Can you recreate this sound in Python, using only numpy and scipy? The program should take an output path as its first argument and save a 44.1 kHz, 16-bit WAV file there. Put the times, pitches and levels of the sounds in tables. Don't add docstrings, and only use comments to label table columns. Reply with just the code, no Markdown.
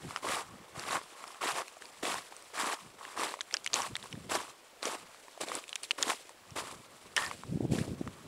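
import sys
import numpy as np
from scipy import signal
from scipy.fft import rfft, irfft, next_fast_len
from scipy.io import wavfile
from scipy.ndimage import uniform_filter1d, map_coordinates

SR = 44100
rng = np.random.default_rng(int(sys.argv[2]) if len(sys.argv) > 2 else 0)


def store_wav(level_fs):
    pcm = np.round(np.clip(np.atleast_2d(level_fs), -1, 1) * 32767)
    wavfile.write(sys.argv[1], SR, pcm.T.astype(np.int16))


N = 364707
CONTROL_S = .001
LAND_S = .01


def amp(db):
    return 10 ** (np.asarray(db) / 20)


def unit_rms(x):
    return x / np.sqrt(np.mean(x ** 2) + 1e-20)


def sample_db(power):
    return np.interp(np.arange(N) / SR, np.arange(len(power)) * CONTROL_S, 10 * np.log10(power))


def wobble(rate_hz):
    knots = rng.standard_normal(int(N * rate_hz / SR) + 4)
    return map_coordinates(knots, [np.arange(N) * rate_hz / SR])


def coloured(x, points):
    size = 8192
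    hz, db = np.transpose(points)
    gain_db = np.interp(np.log(np.fft.rfftfreq(size, 1 / SR) + 1), np.log(hz), db)
    cepstrum = irfft(np.log(amp(gain_db)), size)
    cepstrum[1:size // 2] *= 2
    cepstrum[size // 2 + 1:] = 0
    impulse = irfft(np.exp(rfft(cepstrum)), size)[:size // 2]
    return signal.oaconvolve(x, impulse)[:N]


def place(starts_s, sounds):
    at = np.clip(np.round(starts_s * SR).astype(int), 0, N)[:, None] + np.arange(sounds.shape[1])
    return np.bincount(at.ravel(), sounds.ravel(), N + sounds.shape[1])[:N]


def grains(count, hz, octaves, decay_cycles, cap_db, samples, spread_db=2.5):
    when, pitch, luck, sign = rng.random((count, 4)).T
    cycles = (hz * 2 ** (octaves * (2 * pitch - 1)))[:, None] * np.arange(samples) / SR
    strength = amp(np.minimum(-spread_db * np.log(1 - luck), cap_db)) * np.sign(sign - .5)
    rings = strength[:, None] * np.exp(-cycles / decay_cycles) * np.sin(2 * np.pi * cycles)
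    return unit_rms(place(when * N / SR, rings))


def air():
    # frequency in Hz, gain in dB.
    spectrum = [(20, -12), (80, -16), (200, -16.5), (550, -1.5), (1300, -5.5), (2000, -8), (8000, -18),
                (12000, -22), (16000, -23)]
    return amp(-61 + 0.5 * wobble(2.92)) * unit_rms(coloured(rng.standard_normal(N), spectrum))


def buffeting(heel_db):
    # peak time in seconds, level in dB, seconds to rise 10 dB, seconds to fall 10 dB.
    gusts = [(0.08, -51, .12, .06), (0.3, -52, .05, .1), (0.53, -53, .1, .09), (0.78, -50, .03, .07),
             (0.94, -45, .05, .04), (1.58, -62, .1, .03), (2.17, -57, .15, .04), (2.85, -54, .02, .06),
             (3.92, -52, .18, .03), (4.03, -56, .04, .03), (4.16, -47, .04, .12), (4.37, -56, .1, .03),
             (5.02, -61, .06, .05), (6.5, -57, .015, .1), (6.7, -53, .15, .14), (7.07, -56, .06, .04),
             (7.29, -52, .12, .05), (7.52, -47, .025, .2), (7.71, -35, .15, .17), (7.95, -46, .04, .03),
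             (8.06, -44, .05, .08), (8.27, -48, .08, .1)]
    # frequency in Hz, gain in dB.
    spectrum = [(15, -65), (30, -26), (80, -8), (160, -5.5), (300, -8.5), (500, -18), (950, -36.5),
                (1600, -76)]
    calm_db, jolt_re_heel_db = -80, -21
    t = np.arange(0, N / SR, CONTROL_S)
    power = amp(calm_db) ** 2
    for peak_s, db, rise_s, fall_s in gusts:
        drop_db = 10 * np.where(t < peak_s, (peak_s - t) / rise_s, (t - peak_s) / fall_s)
        power += amp(db - drop_db) ** 2
    strength = np.hypot(amp(sample_db(power)), amp(heel_db + jolt_re_heel_db))
    lumps = amp(3.5 * wobble(45))
    return strength * unit_rms(coloured(lumps * rng.standard_normal(N), spectrum))


def eddies():
    # centre time in seconds, level in dB, frequency in Hz.
    puffs = [(0.053, -35.5, 150), (0.07, -34, 160), (0.083, -34.5, 110), (0.781, -35, 129),
             (3.933, -34, 120), (4.143, -29, 157), (4.177, -31, 218), (4.187, -37, 246),
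             (6.523, -37.5, 129), (7.499, -31, 130), (7.51, -31.5, 149), (7.524, -24.5, 161),
             (7.546, -26, 160), (7.558, -19, 164), (7.574, -23.5, 263), (7.608, -17, 283),
             (7.652, -17, 286), (7.722, -16, 169), (7.736, -15.5, 290), (7.757, -20, 190),
             (7.786, -21, 190), (7.816, -20, 170), (7.88, -24.5, 310), (7.896, -29, 140),
             (7.919, -25.5, 164), (8.014, -19.5, 265), (8.048, -32, 119), (8.07, -31, 220),
             (8.082, -37, 150), (8.096, -47, 193)]
    centre_s, db, hz = np.array(puffs, float).T[..., None]
    t = np.arange(-1024, 1024) / SR
    phase = 2 * np.pi * (hz * t + rng.random((len(puffs), 1)))
    push = 0.57 * np.exp(-(t * hz / 0.73) ** 2) * np.cos(phase)
    steep_edge = 0.17 * np.exp(-(t * hz / 0.35) ** 2) * np.cos(2.18 * phase)
    return place(centre_s[:, 0] + t[0], amp(db) * (push + steep_edge))


def slab(mode_hz=1820, decay_s=0.0052):
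    # start in seconds, length in seconds, level in dB, fade in dB per second.
    scrape = (7.165, .115, -39, 40)
    start_s, length_s, top_db, fade_db_per_s = scrape
    end_s = start_s + length_s
    db = np.interp(np.arange(N) / SR, [start_s - LAND_S, start_s + LAND_S, end_s, end_s + .02],
                   [-90, top_db, top_db - fade_db_per_s * length_s, -90])
    t = np.arange(1024) / SR
    mode = np.exp(-t / decay_s) * np.sin(2 * np.pi * mode_hz * t)
    return amp(db + 1.7 * wobble(80)) * unit_rms(signal.oaconvolve(rng.standard_normal(N), mode)[:N])


def small_clacks(stones_db, count=45, over_stones_db=7, base_hz=1150):
    when, pitch, size, bright = rng.random((count, 4)).T
    share = np.cumsum(amp(stones_db))
    at = np.searchsorted(share, when * share[-1]).clip(0, N - 1)
    db = stones_db[at] + over_stones_db + 6 * (size - .5)
    hz = base_hz * 2 ** (2.2 * pitch ** 3 - 0.3)
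    return np.transpose([at / SR, db, hz, -14 + 12 * bright])


def pebbles(stones_db):
    # time in seconds, level in dB, ring in Hz, relative crack level in dB.
    clacks = [(0.1088, -28.5, 1200, -10), (0.1615, -20, 1320, -25), (0.162, -25, 2900, -12),
              (0.1726, -29, 1250, -9), (0.2883, -25.5, 2100, -1), (0.3048, -26, 1340, -21),
              (0.3163, -26, 1110, -10), (0.3359, -23, 834, -8), (0.7954, -31, 4630, 3),
              (0.8883, -27.5, 1340, -10), (0.907, -28, 960, -9), (0.9315, -21, 1180, -15),
              (0.9554, -18, 1170, -15), (0.9696, -22.5, 1180, -13), (0.9913, -32, 1120, -10),
              (1.0154, -34, 1140, -15), (1.2404, -28, 1240, -20), (1.2784, -33.5, 10000, -8),
              (1.3463, -38, 1310, -3), (1.429, -27, 2370, -9), (1.4726, -28, 2910, -12),
              (1.4773, -27, 3900, -11), (1.4812, -25, 2450, -12), (1.4916, -23, 1080, -16),
              (1.4959, -25, 1120, -14), (1.5127, -25, 1000, -10), (1.5673, -27, 1020, -11),
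              (1.584, -21, 1130, -16), (1.619, -27, 1210, -17), (1.6813, -35, 2500, 2),
              (1.769, -34.5, 690, -19), (1.822, -32.5, 1760, -6), (1.8555, -36, 4610, -15),
              (2.0537, -21, 700, -9), (2.1427, -22.5, 955, -2), (2.3242, -32.5, 850, -18),
              (2.366, -35, 8260, -6), (2.4244, -42, 8390, -2), (2.623, -25, 1320, -9),
              (2.6324, -28, 1040, -11), (2.6423, -27, 1100, -9), (2.7156, -28, 1140, -11),
              (3.0517, -31, 1800, -20), (3.37, -34, 600, -20), (3.2348, -19.5, 1060, -4),
              (3.3404, -22, 1070, -18), (3.3915, -32, 1100, -14), (3.4084, -21.5, 3680, -13),
              (3.4114, -29.5, 1680, -12), (3.413, -27, 6100, -4), (3.511, -32.5, 2150, -11),
              (3.5266, -33, 4410, -19), (3.5412, -13.5, 5400, -25), (3.5447, -21.5, 1700, -13),
              (3.5496, -30, 1720, -11), (3.5688, -22, 4670, -18), (3.6452, -32, 6170, -6),
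              (3.6633, -20, 2220, -1), (3.666, -33, 2880, -7), (3.7023, -39, 1270, -14),
              (3.7438, -28, 7010, -7), (3.7679, -28, 960, -9), (3.7894, -29, 870, -10),
              (3.832, -27, 1060, -3), (3.9592, -32, 3540, -10), (3.6747, -21.5, 3080, -18),
              (3.7333, -18, 4700, -18), (3.7413, -11.5, 6300, -16), (3.7581, -22.5, 2780, 1),
              (3.8033, -21, 940, -15), (3.8198, -23, 5680, -13), (3.866, -28.5, 1010, -11),
              (3.9545, -20, 3580, -22), (3.9663, -27.5, 2140, 4.5), (4.0278, -33, 3660, -14),
              (4.0406, -34.5, 1010, -2), (4.0583, -35, 1070, -9), (4.1273, -29.5, 2970, -5),
              (4.13, -36, 2300, -12), (4.154, -40, 1790, -15), (4.2978, -32, 3480, -10),
              (4.3576, -29, 750, -7), (4.3525, -16.5, 690, -16), (4.3535, -24, 5500, -8),
              (4.369, -25, 1000, -3), (4.4043, -29, 1030, -12), (4.829, -25, 4060, -12),
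              (4.8549, -20.5, 5850, -14), (4.8577, -29, 2970, -12), (5.1461, -38, 1240, -18),
              (5.2827, -37, 1010, -13), (5.377, -32, 700, -15), (5.4133, -28, 7470, -1),
              (5.4157, -29, 7400, -2), (5.486, -31, 3670, -2), (5.4349, -27.5, 810, -13),
              (5.5181, -21, 1200, -16), (5.5528, -19, 9560, -20), (5.64, -35, 2510, -4),
              (5.6804, -39, 2590, 5), (5.6929, -33.5, 3510, 4), (5.7297, -24.5, 3030, -18),
              (5.7566, -26, 3100, 5), (5.7598, -26, 2470, 0), (5.8334, -28, 8400, 3),
              (5.841, -31, 4700, -10), (5.9093, -12.5, 2870, -23), (5.9135, -19, 2900, -1),
              (5.9854, -24, 1000, -13), (6.0089, -30, 1020, -20), (6.027, -12, 7000, 0),
              (6.0313, -17.5, 3430, -12), (5.9158, -32, 2360, -8), (6.0819, -29, 6840, 1),
              (6.1056, -26, 2390, -8), (6.099, -25, 1150, -8), (6.1036, -18, 980, -8),
              (6.119, -20, 770, -8), (6.294, -36, 1000, 0), (6.5068, -39.5, 5680, -7),
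              (7.1647, -19.5, 2320, 5), (7.1675, -16, 3000, -12), (7.171, -22, 1870, -11),
              (7.1781, -14, 1780, -22), (7.187, -23, 1820, -14), (7.2233, -27.5, 2840, -1),
              (7.2634, -27, 4900, -9), (7.313, -22.5, 1130, -15), (7.4358, -29.5, 1070, -18),
              (7.7854, -29, 1720, -10), (7.789, -28, 1810, -3), (8.0761, -28, 1230, -22)]
    # frequency in Hz, gain in dB.
    spectrum = [(40, -49), (400, -4.5), (900, -0.5), (9000, 3.5), (11000, -11.5), (13000, -17),
                (16000, -24)]
    at_s, db, hz, crack_db = np.vstack([clacks, small_clacks(stones_db)]).T[..., None]
    t = np.arange(768) / SR
    noise = rng.standard_normal((len(at_s), 2, len(t)))
    snap_hz = np.sqrt(2600 * hz)
    snap_gain = 0.61 * np.minimum(hz / 1800, 1)
    snap = snap_gain * np.exp(-t * snap_hz / 0.44) * np.sin(2 * np.pi * snap_hz * t)
    decay_s = 0.0015 * (hz / 1000) ** -.6
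    ring = 1.17 * (1 - np.exp(-t * hz / 0.4)) * np.exp(-t / decay_s) * np.sin(2 * np.pi * hz * t)
    ratio = 1.2 + 0.77 * rng.random(hz.shape)
    partner_hz = np.where(hz < 3200, hz * ratio, hz / ratio)
    partner = 0.33 * np.exp(-t / 0.0015) * np.sin(2 * np.pi * partner_hz * t)
    bright_noise = np.diff(uniform_filter1d(noise[:, 0], size=2), prepend=0)
    crack = 0.72 * amp(crack_db) * np.exp(-t / 0.0011) * bright_noise
    rattle = 0.13 * np.exp(-t / 0.0032) * uniform_filter1d(noise[:, 1], size=3)
    sounds = amp(db) * (snap + ring + partner + crack + rattle)
    return coloured(place(at_s[:, 0] - .5 / hz[:, 0], sounds), spectrum)


def tread_levels():
    # landing in seconds, delay to crest and length in seconds, grit at crest in dB,
    # landing and lift-off in dB under the crest, heel and stones in dB over the grit.
    treads = [(0.0, .165, .19, -52, 6, 2, -8, 4), (0.22, .11, .2, -38.5, 8, 9, -4, 3),
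              (0.74, .21, .24, -39, 19, 5, -6, 7.5), (1.1, .17, .29, -56, 5, 4, -10, 1),
              (1.407, .083, .125, -39, 6, 6, -6, 6), (1.535, .045, .08, -42, 4, 3, -4, 6),
              (1.8, .04, .1, -56, 2, 4, -8, -1), (2.024, .075, .165, -37.5, 3, 8, -3, 3.5),
              (2.53, .065, .21, -38, 13, 4, -5, 3), (2.98, .07, .18, -54, 5, 2, -6, 3),
              (3.16, .075, .19, -40, 5, 11, -3, 5), (3.52, .022, .033, -49, 7, 6, 1, 4),
              (3.728, .06, .137, -39, 4, 6, -7, 0), (4.02, .025, .05, -56, 4, 5, -2, -4),
              (4.289, .069, .089, -34, 11, 9, -2, -1), (4.38, .01, .115, -47, 1, 9, -4, -2),
              (4.82, .018, .135, -41, 1, 5, -4, 3), (5.402, .014, .04, -40, 0, 6, 1, -1),
              (5.46, .09, .13, -45, 3, 1, -2, -2), (5.824, .012, .022, -41.5, 4, 5, -20, -13),
              (5.976, .012, .074, -44, 0, 4, 0, 0), (6.045, .06, .087, -34.5, 10, 6, -6, 0),
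              (6.553, .035, .065, -41, 2, 4, -4, 0), (6.63, .04, .118, -51, 2, 3, -3, -2),
              (7.162, .012, .113, -41, 1, 4, -10, 1), (7.28, .04, .065, -53, 1, 3, -1, 4),
              (7.71, .04, .14, -44.5, 4, 4, 1, 1)]
    # time in seconds, grit in dB, stones in dB.
    rustle = [(0.0, -64, -51), (0.2, -59, -57), (0.6, -64, -59), (1.3, -61, -66), (1.7, -60, -66),
              (1.95, -61, -58), (2.45, -58, -59), (2.85, -65, -70), (3.55, -60, -58), (3.95, -57, -66),
              (4.62, -65, -70), (4.9, -61, -59), (5.25, -60, -57), (5.6, -59, -65), (5.75, -58, -61),
              (5.9, -64, -67), (6.25, -65, -60), (6.7, -61, -65), (8.27, -61, -63)]
    settle_db = [-14, -15, -9]
    lift_db_per_s, settle_db_per_s, ease_db_per_s = 700, 90, 22
    heel_floor_db, strike_db, strike_s = -66, 3, .015
    clock = np.arange(0, N / SR, CONTROL_S)
    at_s, loose_grit_db, loose_stones_db = np.transpose(rustle)
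    power = amp([np.full_like(clock, heel_floor_db), np.interp(clock, at_s, loose_stones_db),
                 np.interp(clock, at_s, loose_grit_db)]) ** 2
    for start_s, crest_s, length_s, db, land_db, lift_db, heel_db, stones_db in treads:
        t = np.maximum(clock - start_s, 0)
        onset = np.minimum(t / LAND_S, 1)
        press_db = np.interp(t, [0, crest_s, max(length_s, crest_s + LAND_S)], [-land_db, 0, -lift_db])
        lifted_s = np.maximum(t - length_s, 0)
        fade_db = np.maximum(-lift_db_per_s * lifted_s, np.c_[settle_db] - settle_db_per_s * lifted_s)
        roll_db = strike_db * np.exp(-t / strike_s) - ease_db_per_s * (t - crest_s)
        layers_db = [heel_db + roll_db, np.full_like(t, stones_db), np.zeros_like(t)]
        power += (amp(db + press_db + fade_db + layers_db) * onset) ** 2
    return [sample_db(layer) for layer in power]


def heel():
    # frequency in Hz, gain in dB.
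    spectrum = [(60, -45.5), (150, -23), (300, -8.5), (480, -2), (700, -0.5), (1200, -29)]
    pushes = grains(count=1500, hz=395, octaves=0.79, decay_cycles=0.74, cap_db=15, samples=384)
    return unit_rms(coloured(pushes + 0.84 * rng.standard_normal(N), spectrum))


def stones():
    # frequency in Hz, gain in dB.
    spectrum = [(120, -46), (400, -13.5), (750, -8), (950, -3.5), (1100, 2), (1300, -2), (1550, -5.5),
                (2000, -5), (3000, -11.5), (6000, -71)]
    knocks = grains(count=5000, hz=1193, octaves=0.89, decay_cycles=1.4, cap_db=9, samples=256)
    hollow = np.clip(0.55 + 0.38 * wobble(4), 0, 1)
    bed = knocks + 1.1 * rng.standard_normal(N)
    ringing = coloured(hollow * bed, spectrum)
    plain = coloured((1 - hollow) * bed, spectrum[:3] + spectrum[-3:])
    return unit_rms(ringing + .5 * plain)


def grit():
    # frequency in Hz, gain in dB.
    spectrum = [(600, -20.5), (1800, -4), (3600, -2), (5700, -2.5), (6600, -4), (7400, 1), (9000, -1.5),
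                (10700, -4), (13000, -16.5), (16000, -22)]
    ticks = grains(count=16000, hz=5500, octaves=1.4, decay_cycles=3.5, cap_db=8, samples=96)
    return unit_rms(coloured(ticks + 1.19 * rng.standard_normal(N), spectrum))


def boots(heel_db, stones_db, grit_db):
    roll = wobble(60)
    return (amp(heel_db + 0.75 * roll) * heel()
            + amp(stones_db + 0.73 * roll) * stones()
            + amp(grit_db + 1.95 * roll) * grit())


def scene():
    heel_db, stones_db, grit_db = tread_levels()
    gravel = boots(heel_db, stones_db, grit_db) + slab() + pebbles(stones_db)
    wind = buffeting(heel_db) + eddies()
    return (gravel + wind + air())[None]


def record(dry, top_hz=15750):
    size = next_fast_len(N + 4096)
    passband = np.fft.rfftfreq(size, 1 / SR) < top_hz
    return irfft(rfft(dry, size) * passband, size)[:, :N]


dry = scene()
out = record(dry)
store_wav(out)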